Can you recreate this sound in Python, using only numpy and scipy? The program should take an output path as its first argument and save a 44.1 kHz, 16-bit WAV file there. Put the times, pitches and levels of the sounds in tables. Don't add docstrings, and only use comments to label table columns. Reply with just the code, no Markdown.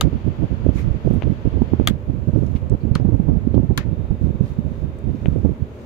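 import sys
import numpy as np
from scipy import signal
from scipy.fft import rfft, irfft, next_fast_len
from scipy.io import wavfile
from scipy.ndimage import uniform_filter1d

SR = 44100
rng = np.random.default_rng(int(sys.argv[2]) if len(sys.argv) > 2 else 0)


def wrap_up_sound(samples):
    columns = np.atleast_2d(samples).T
    tamed = np.clip(columns, -1, 1)
    steps = np.round(tamed * 32767).astype(np.int16)
    wavfile.write(sys.argv[1], SR, steps)


N = 258189
TIME = np.arange(N) / SR

# start_s, body, snap_db, crack_db (against the ring), crack_t60_s, stop_delay_s (lever to its stop),
# stop_db, reflections_db (against the snap), echo_db, left_minus_right_db
SNAPS = [(.0099, "first toggle", -17.5, 0.5, 0.023, .0021, -18, -1.5, -35.5, 6.5),
         (1.8732, "second toggle", -6.5, -6, 0.018, .0023, -20.5, 4, -34, 2.5),
         (2.9525, "guard", -34, 7, 0.023, .0019, -24, -8, -35.5, 3.5),
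         (3.7759, "guarded toggle", -27.5, 9, 0.026, .0026, -21, -4, -30, 6)]
RINGS = { "first toggle": [(660, 5, .014), (900, -1, .008), (1260, 5, .016), (1550, 1, .014),
         (2150, -4, .008), (2850, 7, .011), (3700, 8, .011), (4300, 1, .008), (7000, -3, .012),
         (9000, -4, .01), (13700, -9, .016)], "second toggle": [(680, -7, .013), (1250, -4.5, .017),
         (1640, -16, .03), (1848, -14, .04), (2100, -11, .038), (2600, -1, .007), (2900, -6, .014),
         (3400, 9, .0075), (4000, 3, .007), (4530, -4, .011), (6960, -13, .015), (8400, -9, .0045),
         (13700, -16, .014)], "guard": [(520, 6, .02), (1235, 12, .012), (1780, 2, .011), (2450, 4, .014),
         (3200, 8, .008), (4250, 10, .012), (4680, 3, .014), (6600, -7, .013), (9350, -7, .011),
         (12100, -9, .014)], "guarded toggle": [(1160, 4, .018), (1330, 0, .018), (1780, 4, .018),
         (1900, -4, .016), (2480, -2, .016), (3625, -2, .02), (4020, 0, .018), (5420, -13, .016),
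         (6560, -10, .013), (9200, -12, .011), (12100, -5, .009)]}
CRACKS = { "first toggle": [(400, 0), (800, 8), (1250, -2), (1900, 8.5), (3200, 9), (4300, 9), (5400, 3),
          (6800, 7), (8500, -9), (10200, 2), (11400, -6.5), (13600, 2), (15800, -20)],
          "second toggle": [(400, -6), (750, -17), (1250, 15), (2100, 14), (3300, 8), (4400, 1), (5400, 3),
          (6800, 7.5), (8600, 3), (10200, 6), (11400, -15), (13600, 2), (15800, -6)], "guard": [(500, 6),
          (1000, 0), (1800, -7), (2400, 2), (3300, 5), (4400, 5), (5300, -5), (6700, -2), (7800, -6),
          (9400, -1), (11200, -10), (12500, -10), (15800, -26)], "guarded toggle": [(500, -14), (900, -9),
          (1250, -5), (1900, -3), (2900, 2), (4100, 3), (5500, -11), (6600, -1), (8000, -14), (9200, -3),
          (11200, -20), (12400, -2), (15800, -30)]}
MODE_SPREAD_DB = .5
# delay_s, level_db, spread_s
REFLECTIONS = [(0.01, -17, 0.0072), (0.023, -26, 0.013)]
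# frequency_hz, relative_level_db_per_hz
SNAP_ECHO = [(400, -13), (800, 1), (1250, 5.5), (2000, 2), (3500, -6), (5300, -7), (6800, -10.5),
             (7900, -19.5), (9500, -21), (11200, -30), (13500, -16), (16000, -21.5)]
CAB_T60_S, TREBLE_T60_S = 0.16, .055

# pitch_hz, level_db, t60_s
RATTLE_MODES = [(1560, -6, .016), (1800, 1.5, .018), (2100, -2, .016), (2520, -5, 0.014), (3080, -9, .01),
                (3900, -16, 0.0077), (6500, -21, 0.0054)]
RATTLE_START_S, RATTLE_LENGTH_S, RATTLE_GAP_S = 3.801, .04, 0.0046
RATTLE_DB, RATTLE_LOSS_DB_PER_S, RATTLE_PAN_DB = -36.5, 220, 11

# peak_s, level_db, centre_hz, width_hz, rise_s, t60_s
TICKS = [(.782, -43, 2220, 402, 0.0099, 0.21), (1.14, -58.5, 10500, 6950, .008, 0.1),
         (2.566, -44.5, 2700, 1300, 0.0091, 0.045), (2.6981, -42, 5900, 5000, 0.00042, 0.006),
         (2.815, -63, 4400, 500, .01, 0.14), (3.549, -53, 3440, 1800, 0.012, 0.06),
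         (4.988, -54, 9500, 7100, .0005, 0.017)]
# middle_s, level_db, length_s
STROKES = [(0.789, -47, 0.085), (0.917, -62.5, 0.039), (1.135, -60, 0.15), (2.44, -60.5, 0.33),
           (2.57, -62, .03), (4.245, -62, 0.082), (4.483, -57, 0.13), (4.743, -64.5, 0.21),
           (5.302, -63, 0.51), (5.843, -59.5, 0.27)]
RESTING_HAND_DB = -77
# frequency_hz, relative_level_db_per_hz
SLEEVE = [(600, 0.5), (1300, 8), (2300, -2.5), (3500, -2.5), (5300, -8.5), (6700, -5), (7800, -15),
          (9400, -9), (11100, -25.5), (12600, -11), (15500, -19)]
SNAGS_PER_S, SNAG_DB, SNAG_SPREAD_DB = 230, -3, 3.5

# frequency_hz, relative_level_db_per_hz
FAN = [(500, 10.5), (1200, 4), (1800, -0.5), (2400, -1.5), (3400, -4), (3950, -12), (4600, -10.5),
       (5500, -20), (6700, -19), (8000, -34), (14000, -50.5)]
FAN_STOP_S = 1.87
# multiple, level_db (rms before panning)
WHINE = [(2, -76), (3, -74), (4, -87)]
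WHINE_HZ, WHINE_START_S = 1225.7, 3.85
TURN_AWAY_S, TURN_AWAY_T60_S = 5.25, 1.8

# start_s, click_db, click_length_s, thump_db, thump_delay_s, echo_db
POPS = [(1.2226, -15.5, .00059, -13.5, 0.00074, -34), (5.2583, -16.5, 0.0006, -14, 0.0005, -41.5)]
# frequency_hz, relative_level_db_per_hz
POP_ECHO = [(300, -8), (800, 10.5), (1300, 9), (2000, 4), (2800, 6), (4200, -6), (5400, -19), (6700, -13.5),
            (8000, -39)]

# start_s, length_s, level_db
GUSTS = [(0.028, 0.045, -14.5), (0.129, 0.029, -18), (0.245, 0.068, -19), (0.387, 0.019, -20),
         (0.421, 0.022, -16), (0.506, 0.038, -20), (0.57, 0.11, -26), (0.645, 0.024, -16),
         (0.704, 0.028, -22.5), (0.756, 0.012, -16.5), (0.776, 0.091, -22), (0.861, 0.051, -18.5),
         (0.942, 0.014, -20.5), (1.046, 0.033, -15.5), (1.105, 0.079, -17.5), (1.236, 0.089, -18),
         (1.348, 0.18, -31.5), (1.452, 0.025, -18), (1.527, 0.11, -17.5), (1.666, 0.023, -26.5),
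         (1.72, 0.029, -19.5), (1.799, 0.012, -14), (1.828, 0.13, -21), (2.076, 0.027, -18),
         (2.136, 0.1, -23.5), (2.275, 0.018, -15.5), (2.333, 0.15, -18), (2.489, 0.086, -22.5),
         (2.62, 0.044, -22), (2.704, 0.043, -16), (2.836, 0.011, -17), (2.868, 0.1, -21.5), (3, 0.03, -18),
         (3.041, 0.056, -15.5), (3.123, 0.041, -17), (3.166, 0.12, -23.5), (3.268, 0.091, -16.5),
         (3.351, 0.041, -21), (3.4, 0.079, -24.5), (3.472, 0.045, -20.5), (3.546, 0.055, -13),
         (3.629, 0.027, -18.5), (3.693, 0.032, -16.5), (3.762, 0.043, -22.5), (3.85, 0.044, -19),
         (3.915, 0.018, -19), (3.974, 0.078, -23), (4.109, 0.013, -18), (4.133, 0.035, -25.5),
         (4.215, 0.026, -16.5), (4.254, 0.053, -18.5), (4.342, 0.017, -22.5), (4.407, 0.034, -19),
         (4.505, 0.018, -25.5), (4.588, 0.014, -23), (4.643, 0.032, -19.5), (4.706, 0.018, -23),
         (4.775, 0.02, -26), (4.813, 0.033, -20), (4.875, 0.02, -24), (5.042, 0.034, -21),
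         (5.075, 0.041, -20), (5.134, 0.02, -24), (5.216, 0.011, -23.5), (5.248, 0.21, -20),
         (5.445, 0.027, -17.5), (5.489, 0.036, -20.5), (5.599, 0.038, -26)]
GUST_ATTACK_S, GUST_SAG_DB_PER_S, GUST_RELEASE_T60_S = 0.0044, 10, 0.11
LULL_DB, LULL_END_S = -34.5, 5.2
# middle_s, peak_db, half_width_s
BUFFETS = [(0.051, -4, 0.0016), (0.277, -8, 0.00078), (0.442, -11, 0.0024), (0.666, -3, 0.00062),
           (0.692, 1.5, 0.0016), (0.879, -5.5, 0.0022), (0.912, -6.5, 0.0027), (1.076, -2.5, 0.00057),
           (1.111, -5.5, 0.00055), (1.304, -6.5, 0.0011), (1.475, -4, 0.001), (1.572, -10.5, 0.00074),
           (1.62, -2, 0.0008), (1.736, 0, 0.00082), (1.799, -1, 0.00075), (1.91, -5, 0.001),
           (2.362, -3, 0.00088), (2.375, -5.5, 0.00088), (2.554, -5.5, 0.0018), (2.853, -9, 0.0013),
           (2.916, -4, 0.0019), (2.96, -4.5, 0.001), (3.053, -4, 0.0009), (3.091, -5.5, 0.00094),
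           (3.145, -4, 0.0013), (3.202, -2, 0.0015), (3.288, -1.5, 0.0014), (3.373, -4, 0.0013),
           (3.474, -4.5, 0.0011), (3.544, -4.5, 0.00057), (3.579, -5.5, 0.00057), (4.11, -6, 0.0024),
           (4.243, -6, 0.0015), (4.272, -12, 0.00073), (4.41, -4, 0.0011), (4.591, -6.5, 0.0013),
           (5.286, -3.5, 0.0014), (5.363, -7.5, 0.00066), (5.45, -2, 0.00088), (5.46, -7.5, 0.00062),
           (5.495, -7.5, 0.00073), (5.625, -10.5, 0.0023)]
LUMPY_FLOW_DB, STIR_DB, STIR_S = 2.5, -10.5, 0.018
TYPICAL_DB = -21
# frequency_hz, relative_level_db_per_hz
SLOW_EDDIES = [(12, -21.5), (25, -15.5), (45, -0.5), (75, 2.5), (130, -1), (220, -12), (320, -20),
               (500, -38), (800, -49), (1500, -62)]
FINE_EDDIES = [(100, -16), (220, 10.5), (350, -2), (500, -9.5), (750, -20.5), (1100, -33.5), (2000, -54.5),
               (4000, -73)]

# frequency_hz, relative_level_db_per_hz
RUMBLE = [(15, -15.5), (35, -13), (55, -6), (76, 5), (100, -2), (128, -2.5), (185, -11), (230, -1.5),
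          (290, -12), (370, -8.5), (470, -10.5), (620, -14.5), (850, -39), (1300, -57.5)]
HEATER = [(500, 0), (900, 4.5), (1350, -3), (1800, -6.5), (2500, -7.5), (3500, -15), (4600, -20.5),
          (5600, -26.5), (6700, -23), (7800, -31.5), (9300, -29.5), (11100, -40), (12700, -28),
          (15500, -33.5)]
CUTOFF_HZ = 15800


def switches(stop_hz=1800, contact_s=0.000067, echo_rise_s=0.00076, dull_hz=4500):
    out = np.zeros((2, N))
    t = TIME[:SR // 5]
    scatter = stereo_noise(SNAP_ECHO)
    dull = butter(scatter, dull_hz, "low")
    bright = butter(scatter, dull_hz, "high")
    for k, snap in enumerate(SNAPS):
        s, body, snap_db, crack_db, crack_t60, stop_s, stop_db, reflected_db, echo_db, pan_db = snap
        dying = decay(t, crack_t60)
        crack = np.linalg.norm(dying) * coloured(dense(dying), CRACKS[body])
        onset = 1 - np.exp(-t / contact_s)
        ring = (struck(RINGS[body], t) + from_db(crack_db) * crack) * onset * panned(pan_db)
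        add(out, s, from_db(snap_db) * ring)
        add(out, s + stop_s, from_db(stop_db) * butter(ring, stop_hz, "low", order=4))
        for delay, db, spread in REFLECTIONS:
            add(out, s, from_db(snap_db + reflected_db + db) * smeared(ring, delay, spread))
        part = slice(k * len(t), (k + 1) * len(t))
        echo = dull[:, part] * decay(t, CAB_T60_S) - bright[:, part] * decay(t, TREBLE_T60_S)
        add(out, s, from_db(echo_db) * panned(pan_db) * echo * (1 - np.exp(-t / echo_rise_s)))
    return out


def struck(modes, t, port_phase=1.95, port_hz=3000, lag_cycles=1.277, build_cycles=0.46):
    out = 0
    for (hz, db, t60), strength in zip(modes, rng.standard_normal(len(modes))):
        age = np.maximum(t - lag_cycles / hz, 0)
        port_offset = np.array([[-.5], [.5]]) * port_phase * hz / (hz + port_hz)
        phase = 2 * np.pi * hz * age + port_offset
        envelope = (1 - np.exp(-age * hz / build_cycles)) * decay(age, t60)
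        out = out + from_db(db + MODE_SPREAD_DB * strength) * envelope * np.sin(phase)
    return out


def rattle():
    out = np.zeros((2, N))
    gaps = rng.uniform(.4, 1.6, size=16) * RATTLE_GAP_S
    strengths_db = rng.normal(0, 2.5, size=16)
    for age, strength_db in zip(np.cumsum(gaps), strengths_db):
        if age < RATTLE_LENGTH_S:
            level_db = RATTLE_DB + strength_db - RATTLE_LOSS_DB_PER_S * age
            contact = struck(RATTLE_MODES, TIME[:SR // 20])
            add(out, RATTLE_START_S + age, from_db(level_db) * contact)
    return panned(RATTLE_PAN_DB) * out


def hand(grain_db=1.0):
    grain = from_db(grain_db * noise([(20, -5.0), (150, -0.5), (400, -25.0)]))
    rubbing = sum(from_db(db) * swell(s, length) for s, db, length in STROKES)
    out = (from_db(RESTING_HAND_DB) + rubbing) * grain * stereo_noise(SLEEVE)
    out += from_db(SNAG_DB) * rubbing * np.array([snags(), snags()])
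    t = TIME[:SR // 4] - TIME[SR // 20]
    for s, db, hz, width, rise, t60 in TICKS:
        tick = butter(rng.standard_normal((2, len(t))), [hz - width / 2, hz + width / 2], "band")
        envelope = np.where(t < 0, np.exp(-(t / rise) ** 2), decay(t, t60))
        add(out, s + t[0], from_db(db) * tick / tick.std() * envelope)
    return out


def snags(low_hz=1100, high_hz=6500, cycles=9, count=14):
    sizes_db = SNAG_SPREAD_DB * np.minimum(rng.exponential(1, N), 4)
    sizes = from_db(sizes_db) * rng.choice([-1, 1], N)
    slips = sizes * (rng.random(N) < SNAGS_PER_S / SR)
    pitch_index = rng.integers(0, count, N)
    t = TIME[:SR // 100]
    out = np.zeros(N)
    for k, hz in enumerate(np.geomspace(low_hz, high_hz, count)):
        ring = np.sin(2 * np.pi * hz * t) * decay(t, cycles / hz)
        out += signal.oaconvolve(slips * (pitch_index == k), ring)[:N]
    return out / out.std()


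def accessories(fan_db=-48, fan_pan_db=4.0, run_down_s=0.018, whine_pan_db=8, waver_hz=0.94):
    spinning = np.exp(-np.maximum(TIME - FAN_STOP_S, 0) / run_down_s)
    fan = from_db(fan_db) * spinning * stereo_noise(FAN)
    pitch_hz = WHINE_HZ + waver_hz * noise([(1, 0.5), (6, 0.5), (20, -38)])
    phase = 2 * np.pi * np.cumsum(pitch_hz) / SR
    whine = sum(from_db(db) * np.sqrt(2) * np.sin(multiple * phase) for multiple, db in WHINE)
    whine = whine * decay(np.maximum(TIME - TURN_AWAY_S, 0), TURN_AWAY_T60_S)
    fade_in = np.clip((TIME - WHINE_START_S) / 0.091, 0, 1)
    return panned(fan_pan_db) * fan + panned(whine_pan_db) * whine * fade_in


def pops(click_hz=2350, thump_width_s=0.00041, tail_db=-1, tail_t60=0.043,
         bounce_s=.011, bounce_length_s=0.0094, bounce_db=-3, right_db=-12):
    out = np.zeros(N)
    scatter = evened(noise(POP_ECHO), span_s=0.0025)
    for s, click_db, click_s, thump_db, lag_s, echo_db in POPS:
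        click = from_db(click_db) * swell(s, click_s) * np.cos(2 * np.pi * click_hz * (TIME - s))
        thump = from_db(thump_db) * eddy(s + lag_s, thump_width_s)
        tail = from_db(tail_db) * decay(TIME - s, tail_t60)
        bounce = from_db(bounce_db) * swell(s + bounce_s, bounce_length_s)
        out += click - thump + from_db(echo_db) * (tail + bounce) * scatter
    return out * from_db([[0], [right_db]])


def draught(slow_db=4.0, slow_growth=0.98, fine_db=-8, fine_growth=1.587, lumpy_db=2.5,
            left_db=-20.0, yielding=0.45, wake_db=-24, wake_t60=0.0065, wake_hz=900):
    pressure_db = air_pressure()
    excess_db = pressure_db - TYPICAL_DB
    lumps = from_db(lumpy_db * noise([(8, -12.5), (40, 10.5), (90, -30.5)]))
    slow_gain = from_db(TYPICAL_DB + slow_growth * excess_db + slow_db)
    slow = slow_gain * evened(noise(SLOW_EDDIES), span_s=0.024)
    fine_gain = from_db(TYPICAL_DB + fine_growth * excess_db + fine_db)
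    fine = fine_gain * evened(noise(FINE_EDDIES), span_s=0.014) * lumps
    thumps = sum(from_db(db) * eddy(s, width) for s, db, width in BUFFETS)
    swept = np.tanh(4 * uniform_filter1d(np.abs(thumps), SR // 60))
    wake_gain = np.zeros(N)
    for s, db, width in BUFFETS:
        add(wake_gain, s - 2 * width, from_db(db + wake_db) * decay(TIME[:SR // 10], wake_t60))
    rough = evened(butter(noise(FINE_EDDIES), 540, "high"), span_s=0.0018)
    wake = butter(wake_gain * rough, wake_hz, "low", order=4)
    right = (slow + fine) * (1 - yielding * swept) + thumps + wake
    left = from_db(pressure_db + left_db) * noise(SLOW_EDDIES)
    return np.array([left, right])


def air_pressure():
    flow = from_db(LULL_DB) * decay(np.maximum(TIME - LULL_END_S, 0), GUST_RELEASE_T60_S)
    for s, length, db in GUSTS:
        flow = np.maximum(flow, from_db(db) * gust(s, length))
    flow = flow * from_db(LUMPY_FLOW_DB * np.tanh(noise([(8, 2), (20, 4.0), (35, -15.5)])))
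    stirred = sum(from_db(db + STIR_DB) * swell(s + width, STIR_S) for s, db, width in BUFFETS)
    return 20 * np.log10(np.hypot(flow, stirred))


def gust(s, length):
    attack = np.clip(1 + (TIME - s) / GUST_ATTACK_S, 0, 1)
    hold = from_db(-GUST_SAG_DB_PER_S * np.clip(TIME - s, 0, length))
    return attack * hold * decay(np.maximum(TIME - s - length, 0), GUST_RELEASE_T60_S)


def eddy(s, half_width):
    u = np.clip((TIME - s) / half_width, -20, 20)
    return -u * np.exp((1 - u * u) / 2)


def cab(rumble_db=-36, heater_db=-50, heater_pan_db=1.0):
    rumble = from_db(rumble_db) * (noise(RUMBLE) + .4 * stereo_noise(RUMBLE))
    heater = from_db(heater_db) * panned(heater_pan_db) * stereo_noise(HEATER)
    return rumble + heater


def smeared(sound, delay_s, spread_s):
    paths = dense(np.exp(-(2 * (TIME[:SR // 20] - delay_s) / spread_s) ** 2))
    return signal.fftconvolve(sound, paths, axes=1)


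def dense(envelope, span_s=0.0022, count=4):
    x = rng.standard_normal((2, len(envelope))) * envelope
    for _ in range(count):
        flat = irfft(np.exp(1j * np.angle(rfft(x))), len(envelope))
        x = evened(flat, span_s) * envelope
    return x / np.sqrt(np.sum(x * x, axis=1, keepdims=True) + 1e-18)


def coloured(x, spectrum):
    size = x.shape[-1]
    hz, db = np.transpose(spectrum)
    bins = np.fft.rfftfreq(size, 1 / SR) + 1
    gain = from_db(np.interp(np.log(bins), np.log(hz), db))
    cepstrum = irfft(np.log(gain / np.sqrt(np.mean(gain ** 2))), size)
    fold = np.where(np.arange(size) < size // 2, 1 + np.sign(np.arange(size)), 0)
    return irfft(rfft(x) * np.exp(rfft(cepstrum * fold)), size)


def noise(spectrum):
    hz, db = np.transpose(spectrum)
    size = next_fast_len(N)
    bins = np.maximum(np.fft.rfftfreq(size, 1 / SR), 1)
    colour = from_db(np.interp(np.log(bins), np.log(hz), db))
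    edges = np.minimum(bins / hz[0], 1) ** 2 * np.minimum(hz[-1] / bins, 1) ** 3
    x = irfft(rfft(rng.standard_normal(size)) * colour * edges, size)[:N]
    return x / x.std()


def stereo_noise(spectrum):
    return np.array([noise(spectrum), noise(spectrum)])


def evened(x, span_s):
    return x / np.sqrt(uniform_filter1d(x * x, int(span_s * SR)) + 1e-6)


def butter(x, hz, kind, order=2):
    sections = signal.butter(order, np.clip(hz, 10, .45 * SR), kind, fs=SR, output="sos")
    return signal.sosfilt(sections, x + 1e-18)


def swell(s, length):
    return np.exp(-(2 * (TIME - s) / length) ** 2)


def decay(t, t60):
    return (t >= 0) * from_db(-60 * np.maximum(t, 0) / t60)


def from_db(db):
    return 10 ** (np.asarray(db) / 20)


def panned(pan_db):
    return from_db([[pan_db / 2], [-pan_db / 2]])


def add(out, s, sound):
    i = max(round(s * SR), 0)
    out[..., i:i + sound.shape[-1]] += sound[..., :N - i]


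def scene():
    return switches() + rattle() + hand() + accessories() + pops() + draught() + cab()


def record(dry):
    ceiling = .93
    rounded = dry / (1 + (dry / ceiling) ** 6) ** (1 / 6)
    top_cut = signal.ellip(10, .1, 80, CUTOFF_HZ, fs=SR, output="sos")
    return signal.sosfilt(top_cut, rounded)


dry = scene()
out = record(dry)
wrap_up_sound(out)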